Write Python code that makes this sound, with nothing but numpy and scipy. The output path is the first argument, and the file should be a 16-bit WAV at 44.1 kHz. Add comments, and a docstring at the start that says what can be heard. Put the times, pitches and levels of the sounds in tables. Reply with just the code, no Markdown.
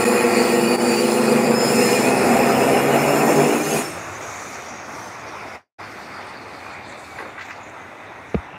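"""A handheld tile cutter grinds through a floor slab: noise rings drifting slab and blade modes, and shaft orders
climb with the speed; grit squeaks, squeals and gear whines are short sliding sines. As the blade leaves the cut,
steady gear tones and a whistle come in, then sink as the motor coasts down amid filtered-noise air and far site
noise. Noise puffs make scuffs and casing rattles; a tossed offcut clatters as short mode rings and noise, and a
dull thump of decaying sines follows. The sound drops out briefly three times."""
import sys
import numpy as np
from scipy import signal
from scipy.fft import rfft, irfft, next_fast_len
from scipy.io import wavfile
from scipy.ndimage import uniform_filter1d, map_coordinates

SR = 44100
rng = np.random.default_rng(int(sys.argv[2]) if len(sys.argv) > 2 else 0)


def rack_gain(trim_db):
    """Turn a fader trim in dB into the linear factor to multiply a signal by."""
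    fader = np.asarray(trim_db, float)
    return 10 ** (fader / 20)


def to_wav(sig):
    """Store sig (one row per channel, or 1-D mono) as 16-bit WAV at the path in sys.argv[1].

    Samples outside -1..1 are clipped; the rate is SR.
    """
    pcm = np.clip(np.atleast_2d(sig), -1, 1) * 32767
    pcm = np.round(pcm).astype(np.int16)
    wavfile.write(sys.argv[1], SR, pcm.T)  # frames by channels


N = 378359
T = np.arange(N) / SR
CLEAR_S = 3.8  # the blade starts to leave the slab


def unit(x):
    """Scale to rms 1."""
    return x / np.sqrt(np.mean(x ** 2) + 1e-20)


def curves(rows):
    """One value per sample for each column after the time."""
    time_s, *columns = np.transpose(rows)
    return [np.interp(T, time_s, column) for column in columns]


def wobble(rate_hz, t=T):
    """Smooth random curve, rate_hz knots a second."""
    coarse = t[::16]
    knots = rng.standard_normal(int(N * rate_hz / SR) + 4)
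    return np.interp(t, coarse, map_coordinates(knots, [coarse * rate_hz]))


def filtered(x, response):
    """x times a response of frequency."""
    size = next_fast_len(x.shape[-1] + 8192)
    spectrum = rfft(x, size) * response(np.fft.rfftfreq(size, 1 / SR))
    return irfft(spectrum, size)[..., :x.shape[-1]]


def shape(points):
    """Gain through (hz, level_db) points on a log axis."""
    point_hz, level_db = np.transpose(points)
    return lambda hz: rack_gain(np.interp(np.log(hz + 1), np.log(point_hz), level_db))


def modes(table):
    """Resonant bumps of (hz, width_hz, level_db), summed in power."""
    def response(f):
        power = sum(rack_gain(db) ** 2 / (1 + ((f - hz) / (width / 2)) ** 2) ** 2 for hz, width, db in table)
        return np.sqrt(power)
    return response


def patchy(depth_db, tall_bins=6, wide_frames=10, x=None):
    """Noise (or x) whose gain drifts in patches of time and frequency."""
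    source = rng.standard_normal(N) if x is None else x
    z = signal.stft(source, nperseg=512)[2]
    field = uniform_filter1d(rng.standard_normal(z.shape), tall_bins, 0)
    field = uniform_filter1d(field, wide_frames, 1)
    return signal.istft(z * rack_gain(depth_db * unit(field)), nperseg=512)[1][:N]


def turns(rate_hz):
    """Phase in radians of a shaft turning at rate_hz."""
    return 2 * np.pi * np.cumsum(rate_hz) / SR


def drifting(x, pitches, strengths, fade_db):
    """x at rms 1 through modes that slide from start to end values in the cut, each waxing and waning."""
    hz, t, z = signal.stft(x[:int(4.3 * SR)], SR, nperseg=4096, noverlap=3072)
    u = np.clip(t / 3.8, 0, 1)
    now = []
    for (start_hz, end_hz), (width_hz, start_db, end_db) in zip(pitches, strengths):
        fade = fade_db * map_coordinates(rng.standard_normal(30), [t * 5])
        now.append((start_hz + (end_hz - start_hz) * u, width_hz, start_db + (end_db - start_db) * u + fade))
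    y = signal.istft(z * modes(now)(hz[:, None]), nperseg=4096, noverlap=3072)[1]
    return np.pad(unit(y), (0, N - len(y)))


# shaft speed under load, then freed: (time_s, rate_hz)
SHAFT_SPEED = [(0, 124), (.8, 123.6), (1.05, 124.6), (1.65, 128.3), (2.05, 129.2), (2.55, 133), (2.8, 138),
               (3.55, 148), (3.75, 159), (4, 168)]


def speed():
    """Shaft turns per second: the load curve, then a halving every 4.25 s once the power is cut."""
    switch_off_s, halving_s = 4.27, 4.25
    return curves(SHAFT_SPEED)[0] * 2. ** (-np.maximum(T - switch_off_s, 0) / halving_s)


# magnetic hum, relative to the slab: (pitch_hz, level_db)
MAINS_HUM = [(150., -19.), (200., -11.)]
# side tones beside the shaft orders, and the plain fifth order:
# (multiple, torque_ripple_shift_hz, lowered_by_slow_wobble 0/1)
SIDE_TONES = [(1, 100, 0), (2, 100, 0), (3, 100, 0), (1, 200, 0), (2, 0, 1), (4, 0, 1), (3, 100, 1),
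              (2, 300, 0), (5, 0, 0), (4, 200, 0), (4, 300, 0), (5, 200, 0), (5, 300, 0)]
# same tones, row for row, relative to the slab: (level_db at 0.4 s, at 1.25 s, at 2.4 s)
SIDE_TONE_LEVELS = [(-13.5, -4.5, -20.5), (-4, -4.5, -25), (-3.5, -14.5, -21), (-48, -24, -10),
                    (-8.5, -11.5, -18), (-6, -17, -25), (-10.5, -21, -23), (-26, -22.5, -24),
                    (-25, -22, -22), (-15, -22, -25.5), (-18, -21, -25), (-19, -25, -27), (-24, -28, -33)]


def motor_hum(phase):
    """Magnetic hum at mains multiples; side tones beside the shaft orders, and the plain fifth order."""
    mains = 2 * np.pi * T
    hum = sum(rack_gain(db + 2.2 * wobble(6)) * np.sin(mains * hz + .5 * wobble(8)) for hz, db in MAINS_HUM)
    wobble_share, beat_peak_s = .0516, .1  # of shaft speed; the slow wobble has zero phase here
    slow = wobble_share * (phase - phase[round(beat_peak_s * SR)])
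    for (multiple, shift_hz, lowered), levels_db in zip(SIDE_TONES, SIDE_TONE_LEVELS):
        level = rack_gain(np.interp(T, (.4, 1.25, 2.4), levels_db) + wobble(6))
        hum += level * np.sin(multiple * phase + mains * shift_hz - lowered * slow)
    return hum


# weaker shaft orders, relative levels: (multiple, level_db)
WEAK_ORDERS = [(3, -6.), (7, -12.), (9, -12.5), (10, -18.), (11, -13.), (12, -24.), (13, -25.), (15, -17.),
               (16, -18.), (20, -16.)]


def weak_orders(phase):
    """Shaft harmonics, fading 4 dB a second."""
    return sum(rack_gain(db + .5 - 4 * T + 2.5 * wobble(4)) * np.sin(k * phase) for k, db in WEAK_ORDERS)


# strong shaft orders: multiples of the shaft speed
STRONG_MULTIPLES = (1, 2, 4)
# strong order loudness by pitch: (pitch_hz, level_db)
SLAB_RESPONSE = [(124, -44), (128, -35), (144, -28), (156, -45), (166, -47), (175, -47), (247, -29),
                 (300, -28.5), (322, -38), (335, -47), (495, -27), (507, -26.5), (517, -33.5), (550, -27),
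                 (575, -38.5), (670, -47.5)]


def strong_orders(rate, phase):
    """Shaft harmonics swell and sink as they sweep across the slab's response."""
    out = np.zeros(N)
    for k in STRONG_MULTIPLES:
        level = np.sqrt(2) * shape(SLAB_RESPONSE)(k * rate) * rack_gain(wobble(3) + 1.2 * wobble(15))
        out += level * np.sin(k * phase + .3 * wobble(22))
    return out


def floor_shake():
    """Noise through an 87 Hz mode; the floor shakes most over a hollow stretch."""
    floor_db, peak_db, peak_s, span_s = -52, 16.5, 2.75, 0.89
    level_db = floor_db + peak_db * np.exp(-((T - peak_s) / span_s) ** 2) + 3 * wobble(2.6)
    return rack_gain(level_db) * unit(filtered(patchy(1.8), modes([(87, 57, 0)])))


# the cut, levels before trims: (time_s, drumming_db, upper_modes_db, grinding_db, hiss_db)
CUT_LEVELS = [(0, -19, -24.5, -23, -30.5), (.55, -16.5, -25.5, -23, -31), (1, -18.5, -26.5, -23.5, -30),
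              (1.5, -16.5, -23.5, -28, -32.5), (1.85, -16.5, -26, -23.5, -26),
              (2.15, -17.5, -20, -24, -30.5), (2.8, -20, -20.5, -23.5, -32), (3.45, -21, -22, -24, -31),
              (3.57, -21.5, -26, -27, -32), (3.67, -26, -28, -28.5, -31.5), (3.78, -22, -23, -26, -29),
              (3.98, -48, -65, -38.5, -50.5), (4.15, -53, -53, -24, -57)]
# mode pitches drift as the cut lengthens and the blade speeds up: (start_hz, end_hz)
SLAB_LOW_PITCH = [(154, 152), (222, 240), (243, 246), (350, 350), (412, 403), (487, 484), (308, 306),
                  (300, 300), (450, 450)]
SLAB_HIGH_PITCH = [(570, 575), (695, 676), (780, 764), (820, 818), (868, 855), (1000, 996), (720, 720)]
GRIND_PITCH = [(1115, 1090), (1360, 1346), (1850, 1820), (2480, 2460), (2620, 2590), (1300, 1300),
               (2200, 2200), (2850, 2800)]
BLADE_PITCH = [(3280, 3290), (4600, 4700), (5100, 5350), (7150, 7100), (8190, 8360), (8700, 8780),
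               (9000, 8950), (9850, 10050), (10020, 10120), (10380, 10880), (11530, 11720), (13600, 13780),
               (15050, 15350), (6300, 6500), (8500, 8500), (7000, 7000), (13000, 13000), (4250, 4150)]
# same modes, row for row, relative levels: (width_hz, start_db, end_db)
SLAB_LOW_STRENGTH = [(9.4, -23.5, 2.5), (12.8, -1, 2), (12, -10.5, -16), (14.815, -15.5, 1.5),
                     (12.9, -8, 6.5), (21.2, -2.5, -2.5), (13.54, -29, -11.5), (101.5, -20.5, -10),
                     (150, -12, -12)]
SLAB_HIGH_STRENGTH = [(40, -0.5, -1), (30, 1.5, 4.5), (39.6, -6.5, 4), (20, -1, 2.5), (24.8, 6, -16.5),
                      (69, -5.5, -5), (417, -2, -2.5)]
GRIND_STRENGTH = [(40, -13, 1), (60, -8, -3.5), (129, -1, -0.5), (120, 2, -1), (140, -6.5, -4.5),
                  (764, -5.5, 0.5), (660, -4, -3), (250, -5.5, -4.5)]
BLADE_STRENGTH = [(370, -3.5, -2.5), (500, -2.5, -16.5), (387, -5, -4.5), (424, 3.5, -3), (150, -15, -1),
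                  (150, -18.5, 0), (120, -1, -5), (300, 4, -6.5), (150, -3, -1), (160, -2.5, -3.5),
                  (550, -10.5, -3), (650, -10.5, -6), (500, -6, -9.5), (500, -36, -2), (1500, -4.5, -12),
                  (6060, -15.5, -10.5), (5000, -14.5, -21), (299, -4, -16)]


def cutter():
    """Grit contact beats once a turn and twice a mains cycle, and rings slab and blade."""
    low_db, high_db, grind_db, hiss_db = curves(CUT_LEVELS)
    rate = speed()
    phase = turns(rate)
    beat = 1 + 0.09 * np.cos(phase) + 0.055 * np.cos(2 * np.pi * 100 * T)  # blade run-out, torque ripple
    judder = wobble(14)  # the hand feeds unevenly

    def grit(depth_db, judder_db):
        return patchy(depth_db) * beat * rack_gain(judder_db * judder + 0.3 * wobble(9.05))

    fill_in = rack_gain(-2 * np.clip(1 - T / 1.8, 0, 1))  # noisy drumming starts 2 dB down
    drumming = fill_in * drifting(grit(.8, 1.1), SLAB_LOW_PITCH, SLAB_LOW_STRENGTH, 1.2)
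    out = rack_gain(low_db - 1.5) * (drumming + motor_hum(phase))
    out += rack_gain(high_db - .7) * drifting(grit(1.1, 1.1), SLAB_HIGH_PITCH, SLAB_HIGH_STRENGTH, 1.2)
    out += rack_gain(high_db + 3.5) * weak_orders(phase)
    out += rack_gain(grind_db - 3.0) * drifting(grit(1.77, 0.78), GRIND_PITCH, GRIND_STRENGTH, 1.5)
    out += rack_gain(hiss_db - 0.9) * drifting(grit(1.65, 0.65), BLADE_PITCH, BLADE_STRENGTH, 2.0)
    out += floor_shake() + strong_orders(rate, phase)
    return out * np.clip((4.15 - T) / 0.18, 0, 1)  # the blade clears the slab


# cooling air and far site noise, relative density: (pitch_hz, level_db_per_hz)
AIR_SPECTRUM = [(30, -54), (60, -3.5), (100, 1.5), (170, -7), (310, -3), (450, -4.5), (780, 0.5),
                (1000, -2.5), (1300, -1.5), (1650, -5.5), (2100, -3.5), (2500, -7.5), (2750, -14.5),
                (3400, -16), (4500, -36), (6000, -32.5), (9000, -62)]
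# spinning blade wind, relative: (pitch_hz, width_hz, level_db)
WIND_MODES = [(8300, 550, -16), (11100, 630, -13), (13570, 500, -3), (15300, 300, -13), (7000, 8400, 1),
              (13000, 6000, -14)]


def moving_air():
    """Shaped noise: cooling air over far noise, blade wind and rumble, all sinking with the motor."""
    rate, free = speed(), np.clip((T - CLEAR_S) / 0.23, 0, 1)
    speed_db = 20 * np.log10(rate / rate.max())
    air_db = -33 + speed_db * free
    near_db = 8 * np.exp(-np.abs(T - CLEAR_S) / 0.34)  # fades as the tool is carried off
    wind_db = -51 + 2.43 * speed_db + near_db
    rumble_db = -48 + 0.53 * speed_db + 3 * wobble(3.5)
    out = rack_gain(air_db + .6 * wobble(8)) * unit(filtered(patchy(1.7), shape(AIR_SPECTRUM)))
    out += rack_gain(wind_db + 2.3 * wobble(5.4)) * unit(filtered(patchy(1.9), modes(WIND_MODES)))
    return out + rack_gain(rumble_db) * unit(filtered(patchy(1.2), modes([(95, 50, 0)])))


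# modes that grit squeaks gather round: (pitch_hz, spread_hz, max_level_db)
SQUEAK_MODES = [(1855, 160, -42), (2420, 120, -38), (2466, 160, -27), (2745, 270, -27), (3360, 69, -51),
                (4200, 220, -44), (5130, 160, -36.5), (7300, 350, -45)]


def squeaks():
    """Grit on the blade: short sliding sines at random moments while it is in the slab."""
    count, length_s = 700, 0.02
    when, which, off, size, slide = rng.random((count, 5)).T[:, :, None]
    row = (which * len(SQUEAK_MODES)).astype(int)
    centre_hz, spread_hz, level_db = np.transpose(SQUEAK_MODES)[:, row]
    t = np.arange(-SR // 40, SR // 40) / SR
    hz = centre_hz + spread_hz * (2 * off - 1 + 20 * t * (slide - .5))
    envelope = rack_gain(level_db + 10 * (size - 1.0)) * np.exp(-(t / (length_s / 2)) ** 2)
    notes = envelope * np.sin(2 * np.pi * hz * t)
    index = (when * CLEAR_S * SR).astype(int) + np.arange(len(t))
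    return np.bincount(index.ravel(), notes.ravel(), N)[:N]


# squeals and gear whines: (start_s, end_s, start_hz, end_hz, level_db)
SLIDING_TONES = [(.05, .2, 7200, 7220, -42), (.33, .43, 4595, 4590, -36), (.44, .54, 4590, 4595, -40),
                 (.58, .86, 4585, 4615, -37), (.84, 1.03, 4615, 4635, -30.5), (.58, .76, 2480, 2485, -34),
                 (1.3, 1.4, 2410, 2420, -32), (.29, .4, 1855, 1860, -35), (.5, .64, 1855, 1860, -35),
                 (.6, 1.05, 9000, 9020, -46), (1.6, 2.1, 9000, 9000, -47), (2.1, 2.4, 10080, 10080, -46),
                 (3.55, 3.9, 11820, 11800, -46), (3.72, 3.82, 13650, 13650, -48),
                 (.8, 1.1, 10000, 10030, -44), (1.22, 1.4, 4680, 4720, -42), (1.4, 1.57, 4720, 4750, -38.5),
                 (1.6, 1.71, 4750, 4770, -36), (1.54, 1.72, 5138, 5140, -28), (1.73, 1.9, 5135, 5145, -28),
                 (1.79, 1.835, 2430, 2560, -28), (1.81, 1.845, 2680, 2830, -27),
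                 (1.845, 1.905, 1810, 1770, -28), (1.87, 1.895, 2300, 2450, -25),
                 (1.89, 1.95, 2440, 2430, -32), (1.94, 1.99, 2450, 2430, -24),
                 (2.03, 2.06, 2330, 2480, -28), (2.055, 2.11, 2450, 2560, -26),
                 (2.11, 2.15, 2530, 2600, -26), (2.16, 2.19, 2610, 2500, -26),
                 (2.215, 2.25, 2560, 2580, -31), (1.9, 2., 5145, 5180, -30), (2., 2.07, 5200, 5270, -35),
                 (1.9, 2.1, 10380, 10400, -43), (2.1, 2.35, 4930, 4960, -43), (2.44, 2.52, 5010, 5060, -41),
                 (2.52, 2.6, 5180, 5250, -39), (2.61, 2.66, 5090, 5100, -40), (2.7, 2.82, 5250, 5250, -41),
                 (2.77, 2.93, 3290, 3300, -41), (2.96, 3.03, 5350, 5340, -40),
                 (3.06, 3.22, 5320, 5350, -39), (3.26, 3.33, 5380, 5400, -43),
                 (3.36, 3.47, 5260, 5330, -41), (3.5, 3.54, 5300, 5350, -41), (3., 3.5, 7130, 7200, -38),
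                 (3.62, 3.68, 6250, 6350, -38), (3.69, 3.76, 6420, 6460, -33),
                 (3.61, 3.74, 6820, 6800, -39), (3.75, 3.83, 6810, 6830, -35),
                 (3.66, 3.72, 7150, 7200, -38), (3.78, 3.87, 7050, 7100, -40),
                 (3.67, 3.97, 8400, 8380, -44), (3.66, 3.85, 8850, 8850, -43),
                 (3.65, 3.87, 10100, 10150, -37), (3.55, 3.85, 10700, 10750, -44),
                 (3.82, 3.9, 5400, 5395, -39), (3.9, 3.99, 5395, 5390, -48)]


def squeals_and_gear_whines():
    """Short sliding tones from blade and gear teeth, fluttering in level and pitch."""
    out = np.zeros(N)
    for start_s, end_s, start_hz, end_hz, level_db in SLIDING_TONES:
        span = slice(round(start_s * SR), round(end_s * SR))
        t = T[span]
        u = np.clip((t - start_s) / (end_s - start_s), 0, 1)
        flutter_db = wobble(18, t) + 2 * wobble(50, t) + 1.5 * wobble(150, t)
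        envelope = rack_gain(level_db + flutter_db) * np.abs(np.sin(np.pi * u)) ** .4
        out[span] += envelope * np.sin(turns(start_hz + (end_hz - start_hz) * u + 9 * wobble(80, t)))
    return out


# gear tone loudness by pitch, relative: (pitch_hz, level_db)
GEAR_LEVEL = [(3250, -70), (3800, -70), (4100, -57.5), (4500, -56), (5400, -53), (6300, -46.5)]
UPPER_LEVEL = [(5900, -75), (6300, -71), (6800, -66), (7300, -66), (8500, -60), (11000, -75)]
# the casing rings the gear tones, relative: (pitch_hz, width_hz, level_db)
HOUSING_MODES = [(3520, 230, 6), (4330, 320, 5), (4770, 480, 2.5), (5750, 170, 3.5), (6300, 200, 3),
                 (6600, 320, 1.5), (7000, 530, 0), (6000, 5900, -1.5)]


def coasting_gears():
    """Gear orders roughened by narrow noise ring the casing, sinking with the speed."""
    rate, free = speed(), np.clip((T - CLEAR_S) / 0.23, 0, 1)
    phase = turns(rate)

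    def rough(width_hz):
        noise = filtered(rng.standard_normal(N), lambda f: 1 / (1 + (f / width_hz) ** 2))
        return np.sqrt(2) * unit(noise)

    ridges = sum(rack_gain(2 * wobble(15)) * rough(160) * np.sin(k * phase) for k in (35, 37, 39, 43))
    mesh = .65 * rough(1000) * np.sin(39 * phase) + .26 * ridges
    whine = free * shape(GEAR_LEVEL)(39 * rate) * rack_gain(2 * wobble(35)) * mesh
    upper = rough(500) * np.sin(70 * phase)
    whine += free * shape(UPPER_LEVEL)(70 * rate) * rack_gain(2 * wobble(12) + 2.5 * wobble(35)) * upper
    return filtered(patchy(2.6, 5, 9, whine), modes(HOUSING_MODES))


# whistle loudness by pitch, relative: (pitch_hz, level_db)
WHISTLE_LEVEL = [(1820, -60), (1900, -52), (2000, -56), (2120, -66), (2200, -58), (2265, -47), (2320, -56),
                 (2370, -48), (2405, -55), (2440, -45), (2470, -58), (2600, -66), (3600, -68)]


def whistle():
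    """Thin tone at 21.5 times the shaft speed."""
    rate, free = speed(), np.clip((T - CLEAR_S) / 0.23, 0, 1)
    level = free * shape(WHISTLE_LEVEL)(21.5 * rate) * rack_gain(3 + 2 * wobble(20))
    return level * np.sin(21.5 * turns(rate) + .8 * wobble(40))


# scuffs, casing rattles and the bright edge of offcut hits, relative levels:
# (centre_s, length_s, level_db, centre_hz)
NOISE_PUFFS = [(6.286, .08, -59, 8996), (6.74, 0.065, -56, 7000), (6.897, 0.069, -51.5, 7300),
               (7.01, .08, -55, 7800), (7.205, 0.055, -56, 10000), (7.242, 0.072, -40.5, 500),
               (7.245, .1, -43, 1200), (7.391, 0.034, -33, 1390), (7.215, .05, -58, 4700),
               (7.43, .08, -59, 4850), (7.525, .04, -56, 5200), (6.33, .1, -56, 3550),
               (6.897, .2, -54, 3550), (6.51, .04, -48, 2150), (7.403, 0.032, -48, 2800),
               (7.426, 0.052, -43, 2200), (7.433, 0.062, -52, 3460), (7.47, 0.13, -56, 6670),
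               (7.468, 0.11, -62.5, 14000), (7.5, 0.074, -48, 2260), (7.568, 0.087, -58, 4600),
               (7.7, .05, -58, 7000), (8.3, 0.061, -60, 6200), (8.46, 0.2, -41.5, 875),
               (8.533, 0.12, -44.5, 2580), (8.563, 0.069, -39, 150)]


def scuffs_and_rattles():
    """Scuffs, casing rattles and the bright edge of offcut hits: grainy noise puffs, each in its band."""
    out = np.zeros(N)
    grains = rng.standard_normal(N) * rack_gain(2.5 * wobble(150) + 3 * wobble(600))
    for centre_s, length_s, level_db, hz in NOISE_PUFFS:
        first, last = round((centre_s - 1.5 * length_s) * SR), round((centre_s + 1.5 * length_s) * SR)
        span = slice(first, min(last, N))
        puff = grains[span] * np.exp(-((T[span] - centre_s) / (length_s / 2)) ** 2)
        band = lambda f: np.exp(-(np.log((f + 1) / hz) / .22) ** 2) * np.sqrt(SR / hz)
        out[span] += rack_gain(level_db) * filtered(puff, band)
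    return out


# offcut lands flat, then bounces on its edge, relative levels: (start_s, level_db, low_hz, high_hz)
OFFCUT_CONTACTS = [(7.186, -21., 400, 2100), (7.203, -23., 300, 1800), (7.225, -27., 300, 1600),
                   (7.25, -31., 300, 1800), (7.378, -28., 900, 2200), (7.393, -27., 900, 2900),
                   (7.41, -26., 1200, 2700), (7.485, -31., 900, 2400), (7.499, -27., 900, 2400),
                   (7.507, -23.5, 1400, 2600)]
# offcut modes, relative levels: (pitch_hz, level_db, t60_s)
OFFCUT_MODES = [(535, -8, 0.11), (1105, -1.5, 0.079), (1600, -1, 0.062), (1974, 3, 0.096),
                (2270, -14, 0.15), (2830, -18, 0.096)]


def offcut():
    """Each contact rings the modes anew with a noise clatter, band-limited."""
    out, t = np.zeros(N + SR), np.arange(SR // 3) / SR
    for start_s, level_db, *band_hz in OFFCUT_CONTACTS:
        ring = sum(rack_gain(db + rng.normal(0, 0.86) - 60 * t / t60_s) * np.sin(2 * np.pi * hz * t)
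                   for hz, db, t60_s in OFFCUT_MODES)
        decay = (1 - np.exp(-t / .0003)) * (rack_gain(-60 * t / .03) + .7 * rack_gain(-60 * t / .22))
        clatter = decay * rng.standard_normal(len(t)) * np.sqrt(SR / 2 / (band_hz[1] - band_hz[0]))
        bandpass = signal.butter(3, band_hz, "bandpass", fs=SR, output="sos")
        hit = signal.sosfilt(bandpass, .36 * ring + .3 * clatter)
        out[round(start_s * SR):][:len(t)] += rack_gain(level_db) * hit
    return out[:N]


# parts of a dull thump: (start_s, pitch_hz, level_db, t60_s)
THUMP_PARTS = [(8.345, 457, -8, 0.035), (8.352, 182, -3.5, 0.026), (8.361, 67, -10, 0.27),
               (8.345, 630, -14, 0.018), (8.345, 1200, -16.5, 0.013), (8.345, 2100, -17, 0.0081),
               (8.349, 2450, -13, 0.0042), (8.345, 4100, -34, 0.005)]


def thump():
    """Decaying sines, faded out from 30 to 45 ms."""
    out, t = np.zeros(N + SR), np.arange(SR // 3) / SR
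    envelope = np.clip((.045 - t) / .015, 0, 1) * (1 - np.exp(-t / 0.00028))
    for start_s, hz, level_db, t60_s in THUMP_PARTS:
        push = rack_gain(level_db - 60 * t / t60_s) * np.sin(2 * np.pi * hz * t) * envelope
        out[round(start_s * SR):][:len(t)] += push
    return out[:N]


def scene():
    """All sources summed to mono."""
    tool = cutter() + moving_air() + squeaks() + squeals_and_gear_whines() + coasting_gears() + whistle()
    return (tool + scuffs_and_rattles() + offcut() + thump())[None]


# dropouts of the whole sound: (start_s, fall_s, return_s, rise_s, depth_db)
DROPOUT_TIMES = [(0.0445, 0.00046, 0.049, 0.0013, -48), (0.757, 0.029, 0.74, 0.083, -29),
                 (5.557, 0.18, 5.783, 0.017, -72)]


def dropouts():
    """Gain that sinks in dB and comes back linearly; the larger of the two ramps holds."""
    gain = np.ones(N)
    for start_s, fall_s, return_s, rise_s, depth_db in DROPOUT_TIMES:
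        sinking = rack_gain(depth_db * np.clip((T - start_s) / fall_s, 0, 1))
        gain = gain * np.maximum(sinking, np.clip((T - return_s) / rise_s, 0, 1))
    return gain


def roll_off(x):
    """The treble ends steeply here."""
    return signal.sosfilt(signal.butter(12, 16040, fs=SR, output="sos"), x)


# microphone response: (pitch_hz, gain_db)
MIC_RESPONSE = [(20, -36), (50, -13.5), (100, -5.5), (200, 1), (2650, -0.5), (3050, -4), (3300, -5.5),
                (3700, 4), (15740, -2), (15950, -60)]


def record(dry):
    """Small microphone, then brief dropouts."""
    heard = filtered(dry, shape(MIC_RESPONSE))
    return roll_off(heard * dropouts())


dry = scene()
out = record(dry)
to_wav(out)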